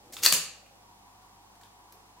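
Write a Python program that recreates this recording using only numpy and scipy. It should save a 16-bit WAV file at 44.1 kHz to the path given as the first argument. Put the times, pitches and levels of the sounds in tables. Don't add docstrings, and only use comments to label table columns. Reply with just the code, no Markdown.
import sys
import numpy as np
from scipy import signal
from scipy.fft import rfft, irfft
from scipy.io import wavfile

SR = 44100
rng = np.random.default_rng(int(sys.argv[2]) if len(sys.argv) > 2 else 0)


def transcribe(signal):
    frames = np.atleast_2d(signal).T
    limited = np.clip(frames, -1, 1)
    pcm = np.round(limited * 32767).astype(np.int16)
    wavfile.write(sys.argv[1], SR, pcm)


N = 97020
T, HZ = np.arange(N) / SR, np.fft.rfftfreq(N, 1 / SR)
BURST_N = 16384
BURST_T, BURST_HZ = np.arange(BURST_N) / SR, np.fft.rfftfreq(BURST_N, 1 / SR)


def amp(db):
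    return 10 ** (np.asarray(db) / 20)


def unit_rms(x):
    return x / np.sqrt(np.mean(x ** 2) + 1e-20)


def curve(points, hz):
    point_hz, value = np.transpose(points)
    return np.interp(np.log(hz + 1), np.log(point_hz + 1), value)


def correlate_pair(spectra, correlation):
    c = np.clip(correlation, -1, 1)
    return np.array([spectra[0], c * spectra[0] + np.sqrt(1 - c ** 2) * spectra[1]])


def coloured(x, curve_db):
    cepstrum = irfft(np.log(amp(curve_db)))[:BURST_N // 2]
    cepstrum[1:] *= 2
    return irfft(rfft(x) * np.exp(rfft(cepstrum, BURST_N)))


def add(mix, start_s, sound):
    part = mix[:, max(round(start_s * SR), 0):][:, :sound.shape[-1]]
    part += sound[..., :part.shape[1]]


def chatter(rise_s, hold_s, decay_s, level_db, curve_db):
    impulses_per_s, spread_db, width, wide_above_hz = 5000, 4.5, .25, 2500
    envelope = np.minimum(BURST_T / rise_s, 1)
    envelope *= np.exp(-np.maximum(BURST_T - rise_s - hold_s, 0) / decay_s)
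    strength, mid_hiss, side_hiss = rng.standard_normal((3, BURST_N))
    hits = rng.random(BURST_N) < impulses_per_s / SR
    impulses = hits * np.sign(mid_hiss) * amp(spread_db * strength)
    mid, side = coloured(envelope * np.array([unit_rms(impulses) + mid_hiss, side_hiss]), curve_db)
    side = signal.lfilter(*signal.butter(1, wide_above_hz, "high", fs=SR), unit_rms(side))
    stereo = unit_rms(mid) + width * np.array([[1], [-1]]) * side
    return amp(level_db) * np.sqrt(np.mean(envelope ** 2)) * stereo


def bursts(rows, colour):
    sigma_octaves = .28
    out = np.zeros((2, N))
    for start_s, rise_s, hold_s, decay_s, level_db, peak_hz, lift_db in rows:
        octaves = np.log2((BURST_HZ + 1) / peak_hz)
        curve_db = curve(colour, BURST_HZ) + lift_db * np.exp(-.5 * (octaves / sigma_octaves) ** 2)
        add(out, start_s, chatter(rise_s, hold_s, decay_s, level_db, curve_db))
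    return out


def clicks(rows, colour):
    return bursts([(start_s, .0001, 0, decay_s, level_db, peak_hz, lift_db)
                   for start_s, level_db, decay_s, peak_hz, lift_db in rows], colour)


def ring(modes, rise_s):
    tones = sum(amp(level_db - 60 * BURST_T / t60_s) * np.sin(2 * np.pi * pitch_hz * BURST_T)
                for pitch_hz, level_db, t60_s in modes)
    return (1 - np.exp(-BURST_T / rise_s)) * tones


def noise(gain, correlation):
    real, imag = rng.standard_normal((2, 2, len(HZ)))
    return irfft(correlate_pair(real + 1j * imag, correlation) * gain, N) * np.sqrt(N / 2)


def background():
    # centre_hz, width_hz, early_db, late_db
    bands = [(550, 110, -68, -84.5), (730, 70, -66.5, -67.5), (810, 80, -66, -66), (923, 80, -76.5, -66.5),
             (982, 50, -77, -66.5), (1110, 150, -76.5, -68)]
    # pitch_hz, level_db
    harmonics = [(50, -70.5), (100, -71), (200, -77.5)]
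    # freq_hz, relative_db
    air_colour = [(25, -13.5), (70, -8.5), (150, -5), (330, -3), (550, -7), (1000, -7.5), (1600, -9),
                  (2500, -11.5), (6000, -12.5), (10000, -17.5), (15500, -22)]
    # freq_hz, correlation
    air_correlation = [(50, 0.919), (200, .8), (500, -0.17), (1000, 0.63), (1600, -.55), (4000, -.58),
                       (7000, -0.5), (13000, -.1)]
    air_db, band_correlation, shift_start_s, shift_end_s = -59.5, .78, .71, .88
    shapes = np.array([unit_rms(1 / (1 + ((HZ - centre_hz) / width_hz * 2) ** 2))
                       for centre_hz, width_hz, _, _ in bands])
    early, late = np.sqrt(amp(np.array(bands)[:, 2:].T) ** 2 @ shapes ** 2)
    shift = np.interp(T, [shift_start_s, shift_end_s], [0, 1])
    band_noise = np.sqrt(1 - shift) * noise(early, band_correlation)
    band_noise += np.sqrt(shift) * noise(late, band_correlation)
    hum = sum(amp(db) * np.sqrt(2) * np.sin(2 * np.pi * (hz * T + rng.random())) for hz, db in harmonics)
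    air = noise(amp(air_db) * unit_rms(amp(curve(air_colour, HZ))), curve(air_correlation, HZ))
    return air + band_noise + hum


def grip():
    # start_s, rise_s, hold_s, decay_s, level_db, peak_hz, lift_db
    rubs = [(.0, 0.048, .13, .02, -62, 310, 7), (.17, .05, .04, .015, -55, 130.3, 11.5),
            (1.923, 0.0022, .008, .015, -64.5, 457, 13)]
    # freq_hz, relative_db
    colour = [(40, -16.5), (110, -4), (300, -3), (800, -5), (2000, -20.5), (6000, -20.5), (16000, -29.5)]
    return bursts(rubs, colour)


def mechanism():
    # start_s, rise_s, hold_s, decay_s, level_db, peak_hz, lift_db
    runs = [(.1235, .001, .004, .006, -47, 11500, 3), (.130, .004, .009, .005, -42.5, 6800, 4.5),
            (.171, 0.0011, 0.018, 0.013, -50, 3598, 7.5), (.172, .002, .028, .01, -51.5, 1250, 15.5),
            (.217, .008, .003, .003, -42, 14500, 4.5), (.230, 0.0053, .006, .004, -22, 6500, 4),
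            (.244, .004, .013, .003, -20.5, 4608, 1.5), (.319, 0.0052, 0.0018, 0.0021, -23, 14000, 3),
            (.3315, .001, 0.011, 0.0021, -23, 7200, 8.5)]
    # freq_hz, relative_db
    colour = [(30, -46.5), (60, -34.5), (160, -12), (260, -25.5), (420, -8), (700, -17.5), (1700, -3.5),
              (2600, -4.5), (4500, 0.5), (7000, -1), (10500, -5.5), (14500, -3), (16000, -6)]
    return bursts(runs, colour)


def latches_and_echoes():
    # start_s, level_db, decay_s, peak_hz, lift_db
    events = [(.1670, -33.5, .0035, 3510, 8.5), (.2285, -29, .0012, 6300, 8.5),
              (.2569, -21, .0005, 5200, 2.5), (.2706, -22, .0015, 1817, 7.5),
              (.2745, -19.5, .0015, 4800, 9), (.3488, -26.5, .0012, 7200, 8.5)]
    # freq_hz, relative_db
    colour = [(100, -21), (400, -10), (1300, 2.5), (2200, 2.5), (4700, 1.5), (6500, -4.5), (10000, -6),
              (16000, -13)]
    return clicks(events, colour)


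def mirror():
    # start_s, ring_db, crack_db
    hits = [(.2616, -8, -9.5), (.2623, -1.5, -20), (.3083, -16, -44.5)]
    # freq_hz, relative_db
    colour = [(60, -15), (150, -18), (400, -16.5), (1100, 0.5), (2500, -0.5), (4500, 6), (7000, 0),
              (12000, -4.5), (16000, -7)]
    # pitch_hz, relative_db, t60_s
    modes = [(4506, 0, 0.0068), (1800, -41, .15), (2570, -28.5, .13), (4230, -39.5, .14), (4490, -37, .14),
             (4710, -37, 0.14), (4733, -32.5, 0.25), (5227, -37, .16), (5660, -39.5, .14)]
    out, frame = np.zeros((2, N)), ring(modes, rise_s=.00015)
    for start_s, ring_db, crack_db in hits:
        crack = chatter(rise_s=.0001, hold_s=0, decay_s=.003, level_db=crack_db,
                        curve_db=curve(colour, BURST_HZ))
        add(out, start_s, crack + amp(ring_db) * frame)
    return out


def shutter_flaps():
    # freq_hz, relative_db
    colour = [(30, -47), (80, -30), (250, -9.5), (480, 7), (720, -5.5), (1050, -1), (1500, -4), (2600, -1),
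              (4500, 2.5), (7000, 4), (12000, -1), (16000, -17.5)]
    # pitch_hz, level_db, t60_s
    modes = [(141, -43, 0.22), (159, -41, .23), (443, -48, .16), (530, -41, 0.092), (2570, -50, .45)]
    slam = chatter(rise_s=.00012, hold_s=.0018, decay_s=.0017, level_db=-15.5,
                   curve_db=curve(colour, BURST_HZ))
    out = np.zeros((2, N))
    add(out, start_s=.3244, sound=slam + ring(modes, rise_s=.006))
    return out


def fingers():
    # start_s, level_db, decay_s, peak_hz, lift_db
    touches = [(.661, -58.5, .008, 2717, 18), (1.218, -63.5, .015, 5000, 7), (1.5535, -60, .006, 4000, 7),
               (1.6125, -53.5, 0.0059, 5000, 2), (1.6342, -49, 0.0028, 3680, 12),
               (1.645, -61, 0.016, 3300, 9), (1.9232, -48.5, 0.0043, 12500, 11),
               (1.926, -59.5, 0.011, 5460, 12)]
    # freq_hz, relative_db
    colour = [(100, -1), (350, 5), (800, 0), (1700, 10), (2600, -0.5), (5000, 2), (9000, 0), (16000, -2.5)]
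    return clicks(touches, colour)


def room(x):
    # delay_s, left_db, right_db
    echoes = [(.0021, -11.5, -16), (.0086, -15, -13), (0.0124, -19, -17.5), (.0245, -16, -18.5)]
    # freq_hz, t60_s
    decay = [(100, .36), (500, .47), (1500, 0.54), (2700, 0.51), (4400, .49), (7000, 0.41), (10000, 0.34),
             (15000, 0.24)]
    # freq_hz, gain_db
    colour = [(100, -4.5), (450, 1.5), (1200, -2.5), (2200, -1.5), (2650, 3), (3300, -1), (4400, -2.5),
              (7000, 1.44), (10000, 1), (15000, -1.5)]
    # freq_hz, correlation
    correlation = [(150, 1), (500, 1), (1100, 0.98), (1800, .5), (4000, .25), (15000, .05)]
    size, rise_s = 2 * BURST_N, .005
    band_hz, time_s, frames = signal.stft(rng.standard_normal((2, size)), SR, nperseg=256)
    t60_s = curve(decay, band_hz)[:, None]
    unit_energy = np.sqrt(2 * np.log(1000) / t60_s / SR)
    tail = signal.istft(frames * amp(-60 * time_s / t60_s) * unit_energy, SR)[1][:, :size]
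    tail *= 1 - np.exp(-T[:size] / rise_s)
    hz = np.fft.rfftfreq(size, 1 / SR)
    spectra = correlate_pair(rfft(tail), curve(correlation, hz)) * amp(curve(colour, hz))
    response = irfft(spectra)[:, :SR // 2]
    for delay_s, left_db, right_db in echoes:
        response[[0, 1], round(delay_s * SR) + rng.integers(0, 8, size=2)] += amp([left_db, right_db])
    return signal.fftconvolve(x, response, axes=1)[:, :N]


def scene():
    balance_db, sway_hz = 1.4, 5
    near = mechanism() + latches_and_echoes() + mirror() + shutter_flaps() + grip() + fingers()
    direct = near * amp([[balance_db / 2], [-balance_db / 2]])
    send, sway_rad = near.mean(0)[None], 2 * np.pi * sway_hz * T
    reverb = room(send * np.cos(sway_rad)) + room(send * np.sin(sway_rad))
    return direct + reverb + background()


def record(dry):
    ceiling, cutoff_hz = .9, 15900
    rounded = dry / (1 + (dry / ceiling) ** 6) ** (1 / 6)
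    lowpass = signal.firwin(511, cutoff_hz, window=("kaiser", 9), fs=SR)
    return signal.oaconvolve(rounded, lowpass[None], "same")


dry = scene()
out = record(dry)
transcribe(out)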